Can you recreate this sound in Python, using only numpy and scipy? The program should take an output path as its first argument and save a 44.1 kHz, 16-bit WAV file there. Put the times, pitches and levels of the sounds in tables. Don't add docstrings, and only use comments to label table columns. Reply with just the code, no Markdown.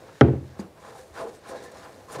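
import sys
import numpy as np
from scipy import signal
from scipy.fft import rfft, irfft
from scipy.io import wavfile
from scipy.ndimage import uniform_filter1d

SR = 44100
rng = np.random.default_rng(int(sys.argv[2]) if len(sys.argv) > 2 else 0)


def generate_wav(sig):
    pcm = np.round(np.clip(np.atleast_2d(sig).T, -1, 1) * 32767).astype(np.int16)
    wavfile.write(sys.argv[1], SR, pcm)


def gain_from_decibels(decibels):
    exponent = np.asarray(decibels, float) / 20
    return 10 ** exponent


N = 97020


def evened(x):
    return x / np.sqrt(np.mean(x ** 2) + 1e-20)


def read(points, hz):
    f, value = np.transpose(points)
    return np.interp(np.log(hz + 1), np.log(f + 1), value)


def add(mix, s, sound):
    start = max(round(s * SR), 0)
    part = mix[start:start + len(sound)]
    part += sound[:len(part)]


def colour(x, points):
    hz = np.fft.rfftfreq(len(x), 1 / SR)
    low_cut = np.minimum(hz / points[0][0], 1) ** 3
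    return irfft(rfft(x) * gain_from_decibels(read(points, hz)) * low_cut, len(x))


def resonate(x, hz, width):
    turn = np.exp(2j * np.pi * np.cumsum(hz * np.ones(len(x))) / SR)
    r = np.exp(-np.pi * width / SR)
    return 2 * (turn * signal.lfilter([1 - r], [1, -r], x / turn)).real


def air():
    # (frequency [Hz], level [dB])
    air_spectrum = [(30, -4.5), (80, 1.5), (250, -5.5), (550, 0), (1200, -13), (2500, -20.5), (8000, -27),
                    (15500, -33.5)]
    swell_db = evened(uniform_filter1d(rng.standard_normal(N), size=3000))
    return gain_from_decibels(-52.5 + swell_db) * evened(colour(rng.standard_normal(N), air_spectrum))


def fingers():
    # (middle [s], length [s], level [dB], extra level above the split [dB])
    slides = [(0.132, 0.58, -58, -11), (0.187, 0.13, -55.5, -11), (0.51, 0.17, -59.5, -14),
              (0.602, 0.034, -50, -2), (0.876, 0.17, -54, -4.5), (0.995, 0.1, -53.5, 1),
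              (1.08, 0.088, -66.5, 5.5), (1.168, 0.067, -50, -4), (1.211, 0.072, -50, -2),
              (1.288, 0.053, -53, -4.5), (1.35, 0.059, -55.5, 0), (1.498, 0.057, -49, 0),
              (1.568, 0.021, -51, -4), (1.587, 0.34, -51, -10.5), (1.646, 0.041, -56, 6),
              (1.72, 0.013, -57, 5), (1.782, 0.095, -52, -5.5), (1.84, 0.034, -52, -7),
              (1.943, 0.3, -58, -2.5), (2.104, 0.047, -54, 1), (2.132, 0.034, -49, 8),
              (2.158, 0.03, -41, -8), (2.2, 0.043, -45, -7)]
    # (frequency [Hz], level [dB])
    hiss_spectrum = [(1060, -12), (1800, -5), (1950, -7.5), (2080, -9.5), (3230, -17), (3470, -13),
                     (9280, -15.5), (15500, -32.5)]
    split_hz, grains_per_s = 6100, 12000

    middle, length, db, top_db = np.transpose(slides)[:, :, None]
    power = gain_from_decibels(2 * db) * np.exp(-8 * ((np.arange(N) / SR - middle) / length) ** 2)
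    grain_level = gain_from_decibels(1.2 * rng.exponential(1, N))
    grit = grain_level * rng.standard_normal(N) * (rng.random(N) < grains_per_s / SR)
    hiss = colour(grit, hiss_spectrum)
    peaks_db = 1.3 * evened(uniform_filter1d(rng.standard_normal(N // 2 + 1), size=300))
    hiss = evened(irfft(rfft(hiss) * gain_from_decibels(peaks_db), N))
    low = signal.sosfiltfilt(signal.butter(2, split_hz, fs=SR, output="sos"), hiss)
    low_swell = np.sqrt(power.sum(0))
    top_swell = np.sqrt((power * gain_from_decibels(2 * top_db)).sum(0))
    return low * low_swell + (hiss - low) * top_swell


def rubbing():
    # (peak [s], rise [s], fall [s], pressure [dB], brightness [dB per octave])
    twists = [(.03, 0.081, 0.086, -48, -4.5), (.09, 0.045, 0.033, -48.5, 5.5),
              (0.566, 0.025, 0.093, -50, 3), (.63, 0.051, 0.022, -56, 10.5), (.79, 0.038, 0.034, -57.5, 7),
              (.855, 0.037, 0.06, -44, 3.5), (.92, 0.064, 0.09, -45, 1.5), (.975, 0.021, 0.1, -51, -3),
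              (1.187, 0.035, 0.029, -36, 4), (1.225, 0.039, 0.038, -31, -1), (1.29, 0.08, 0.042, -39, -3.5),
              (1.35, 0.036, 0.06, -49.5, -8), (1.465, 0.035, 0.034, -45.5, 6),
              (1.505, 0.036, 0.042, -39, -1.5), (1.533, 0.033, 0.038, -34.5, -3),
              (1.577, 0.022, 0.019, -39.5, -6.5), (1.645, 0.099, 0.057, -41.5, -3.5),
              (1.76, 0.054, 0.11, -43, 0.5), (1.848, 0.026, 0.047, -42.5, 5),
              (1.94, 0.14, 0.099, -48.5, -1.5), (2.1, 0.0088, 0.045, -43.5, 5),
              (2.165, 0.055, 0.046, -34.5, 2), (2.2, 0.03, .04, -33, -5)]
    # (frequency [Hz], width [Hz], level [dB])
    skin = [(279, 86, -7.5), (424, 91, 0), (525, 77, 2.5), (662.6, 29, 4.5), (807, 60, 0.5),
            (1026, 91, -2.5), (1343, 225, -11.5), (1737, 126, -13), (2100, 1280, -29)]
    # (frequency [Hz], width [Hz])
    wrist_modes = [(75, 74), (130, 71), (200, 21)]
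    grains_per_s, grain_spread_db, clump_db = 5000, 1.2, 1.0
    rub_db, rumble_db = 11, -12

    t = np.arange(N) / SR
    grain_level = gain_from_decibels(grain_spread_db * rng.exponential(1, N))
    slips = grain_level * rng.standard_normal(N) * (rng.random(N) < grains_per_s / SR)
    clumps = evened(uniform_filter1d(rng.standard_normal(N), size=400))
    drive = evened(slips * gain_from_decibels(clump_db * clumps))

    peak, rise, fall, db, bright_db = np.transpose(twists)[:, :, None]
    from_peak = (t - peak) / np.where(t < peak, rise, fall)
    power = np.exp(-2 * from_peak ** 2) * gain_from_decibels(2 * db)
    body = 0
    for k, (hz, width, mode_db) in enumerate(skin):
        tilt = gain_from_decibels(2 * bright_db * np.log2(hz / 600))
        push = drive * np.sqrt((power * tilt).sum(0))
        mode = resonate(resonate(push, hz, width), hz, 6 * width)
        body = body + (-1) ** k * gain_from_decibels(mode_db) * mode

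    shake = rng.standard_normal(N) * power.sum(0) ** 0.34
    rumble = sum(resonate(shake, hz, width) for hz, width in wrist_modes)
    return gain_from_decibels(rub_db) * body + gain_from_decibels(rumble_db) * rumble


def ring(modes, hard_db=0, pitch=1, size=1):
    rise_cycles = 0.59
    t = np.arange(SR // 2 + SR // 4) / SR
    out = np.zeros(len(t))
    for k, (hz, db, t60) in enumerate(modes):
        hardness = hard_db * np.log2(hz / 128) / 2
        decay = gain_from_decibels(db + hardness - 60 * t / t60)
        swell = 1 - np.exp(-(t * hz / rise_cycles) ** 2)
        out += (-1) ** (k // size) * decay * swell * np.sin(2 * np.pi * hz * pitch * t)
    return out


def thread_slips():
    # (time [s], level [dB], frequency [Hz])
    slip_events = [(.023, -39, 600), (.038, -43, 522), (.08, -43.5, 485), (.107, -48, 568),
                   (.826, -43, 484), (.849, -33.5, 1020), (.905, -38, 497), (.953, -38, 860),
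                   (.975, -46, 517), (1.057, -41, 513), (1.103, -47, 430), (1.2, -36, 1250),
                   (1.268, -35, 490), (1.295, -38, 480), (1.338, -41, 458), (1.385, -44, 500),
                   (1.455, -44, 1030), (1.496, -29.5, 512), (1.602, -37, 519), (1.642, -39, 700),
                   (1.719, -40, 522), (1.738, -38.5, 530), (1.832, -41, 1400), (1.976, -44.5, 265),
                   (2.036, -44.5, 517), (2.108, -40, 440), (2.152, -30, 470)]
    cycles, partner = 27, 1.55
    out = np.zeros(N)
    for s, db, hz in slip_events:
        t60 = cycles / hz
        add(out, s, ring([(hz, db, t60), (hz * partner, db - 11, t60 / 2)]))
    return out


def sing(rows, q, steady):
    out = np.zeros(N)
    for s, length, db, hz in rows:
        u = np.arange(0, length + .03, 1 / SR) / length
        width = hz / q + 20
        arch = np.sin(np.pi * np.minimum(u, 1))
        push = rng.standard_normal(12000)[:len(u)] * np.sqrt(arch.clip(0))
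        fuzz = np.sqrt(SR / width / 6) * resonate(resonate(push, hz, width), hz, 3 * width)
        tone = arch * np.sin(2 * np.pi * hz * u * length)
        add(out, s, gain_from_decibels(db) * (steady * tone + (1 - steady / 2) * fuzz))
    return out


def thread_squeaks():
    # (start [s], length [s], level [dB], pitch [Hz])
    squeaks = [(0.55, 0.1, -49, 81), (.775, .05, -53, 1020), (.87, .045, -49, 1030), (0.945, .04, -47, 780),
               (1.195, .05, -35, 655), (1.215, .1, -37, 460), (1.5, 0.032, -50, 990),
               (1.152, 0.05, -39, 1470), (1.185, 0.057, -35, 1050), (1.520, 0.087, -49.5, 1650),
               (1.62, 0.089, -50.5, 1760), (1.497, 0.084, -38, 515), (1.52, 0.048, -42, 655),
               (0.91, .14, -50.5, 490), (.96, 0.13, -49, 520), (.135, 0.032, -48.5, 144),
               (1.1, 0.048, -47.5, 72), (1.56, .05, -57, 3900), (1.63, 0.05, -63, 4250),
               (1.840, 0.023, -44, 1020), (2.005, 0.027, -51.5, 840), (2.076, 0.042, -41, 1050),
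               (2.16, 0.035, -39, 137), (2.15, .05, -39, 450), (2.17, .03, -40.5, 680),
               (2.150, 0.024, -36.5, 1020), (2.18, .03, -38, 990)]
    return sing(squeaks, q=14, steady=.7)


def diffuse():
    # (frequency [Hz], level [dB])
    tail_spectrum = [(60, -35), (130, -10.5), (350, 7), (800, -14.5), (2000, -26.5), (5000, -47),
                     (12000, -45)]
    # (frequency [Hz], t60 [s])
    tail_t60 = [(100, 0.73), (400, 0.29), (1200, 0.3), (3000, 0.33), (8000, 0.044)]
    rise_s = 0.0037
    hz, t, z = signal.stft(rng.standard_normal(SR // 2), SR, nperseg=256, noverlap=192)
    start_db = read(tail_spectrum, hz)[:, None]
    fall_db = 60 * t / read(tail_t60, hz)[:, None]
    tail = signal.istft(z * gain_from_decibels(start_db - fall_db), SR, nperseg=256, noverlap=192)[1]
    return tail * np.minimum(np.arange(len(tail)) / (rise_s * SR), 1)


def knock():
    # (time [s], level [dB], hardness added to the upper modes [dB])
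    blows = [
        (0.21, -11, 0.5),
        (0.284, -15, -12),
        (0.334, -17, -16),
        (0.427, -36, -16),
    ]
    # (frequency [Hz], level [dB], t60 [s])
    brass = [(4280, -33, 0.0015), (5520, -9, 0.0052), (6740, -21, 0.0055), (8300, -24.5, 0.0061),
             (10200, -23, 0.0036)]
    # (frequency [Hz], level [dB], t60 [s])
    hull = [(75.8, -8.5, 0.55), (87.1, -7.5, 0.6), (102.3, -6.5, 0.24), (115.5, -6, 0.38), (130, -3, 0.56),
            (125.7, 3, 0.27), (141.3, 1, 0.34), (246.2, -9.5, 0.39), (298.4, -11, 0.4), (343, -10.5, 0.44),
            (400.7, -13, 0.3)]
    # (frequency [Hz], level [dB], t60 [s])
    seat = [(798, -17, 0.065), (1148, -18.5, 0.03), (1300, -6, 0.027), (1468, -20.5, 0.065),
            (1617, -10.5, 0.021), (1990, -17, .015)]
    # (frequency [Hz], level [dB], t60 [s])
    thud = [(248, -12.5, 0.077), (282, -8, .05), (340, -9, .08)]
    # (frequency [Hz], level [dB], t60 [s])
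    panel = [(246.5, 1.5, 0.057), (277, -1.5, 0.054), (339.5, -0.5, 0.071), (414.6, 6, .06),
             (468, -1, 0.057), (554.5, 2.5, 0.05), (691, -10, 0.15), (798, -2.5, 0.08), (928, -18, 0.041),
             (1334, -7, 0.033), (1584, -9.5, 0.038), (1850, -8.5, 0.031), (2137, -4.5, 0.021),
             (3150, -4, 0.016)]
    seat_s, thud_s, diffuse_db = .2128, .2145, 12

    out = np.zeros(N)
    first_s, first_db, _ = blows[0]
    add(out, first_s, gain_from_decibels(first_db) * (ring(brass) - ring(hull)))
    add(out, seat_s, ring(seat))
    add(out, thud_s, ring(thud, size=3))
    for s, db, hard_db in blows:
        pitch = rng.uniform(.97, 1.03) if hard_db < -1 else 1
        add(out, s, gain_from_decibels(db) * ring(panel, hard_db, pitch, size=2))
        add(out, s, gain_from_decibels(db + diffuse_db + hard_db) * diffuse())
    return out


def knuckle_bumps():
    # (time [s], level [dB])
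    bumps = [
        (0.591, -20),
        (0.641, -35.5),
        (.668, -44),
    ]
    # (frequency [Hz], level [dB], t60 [s])
    floorboard = [(199, -2, 0.096), (234, -6.5, 0.049), (348, -10, 0.083), (447, -12.5, 0.045),
                  (600, -23, .05), (847, -19, 0.059), (913, -21, 0.053), (1090, -24, 0.14),
                  (1310, -27, .06)]
    out = np.zeros(N)
    for (s, db), pitch in zip(bumps, [0.99, 0.91, 1.02]):
        add(out, s, gain_from_decibels(db) * ring(floorboard, pitch=pitch))
        add(out, s, gain_from_decibels(db - 4.0) * diffuse())
    return out


def brass_chirps():
    # (start [s], length [s], level [dB], pitch [Hz])
    chirps = [(0.593, 0.0077, -47, 4810), (0.595, 0.0056, -48, 6650), (1.172, 0.024, -50, 4820),
              (1.192, .035, -55.5, 9650), (1.377, 0.018, -60, 8300), (1.483, .014, -50, 8370),
              (1.49, .01, -49, 9730), (1.760, 0.054, -61, 6700), (1.765, .02, -55, 5170),
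              (1.829, .016, -48, 4880), (2.103, .008, -46, 4880), (2.118, 0.01, -51, 9460)]
    return sing(chirps, q=70, steady=.4)


def scene():
    friction = fingers() + rubbing() + thread_slips() + thread_squeaks() + brass_chirps()
    return (air() + friction + knock() + knuckle_bumps())[None]


def band_limit(x):
    return signal.sosfilt(signal.butter(12, 16190, fs=SR, output="sos"), x)


def record(dry):
    limit, low_hz, top_hz = .88, 62, 15750
    x = limit * np.tanh(dry / limit)
    x = signal.sosfilt(signal.butter(2, low_hz, "high", fs=SR, output="sos"), x)
    x = signal.sosfiltfilt(signal.cheby2(12, 40, top_hz + 450, fs=SR, output="sos"), x)
    return band_limit(x)


dry = scene()
out = record(dry)
generate_wav(out)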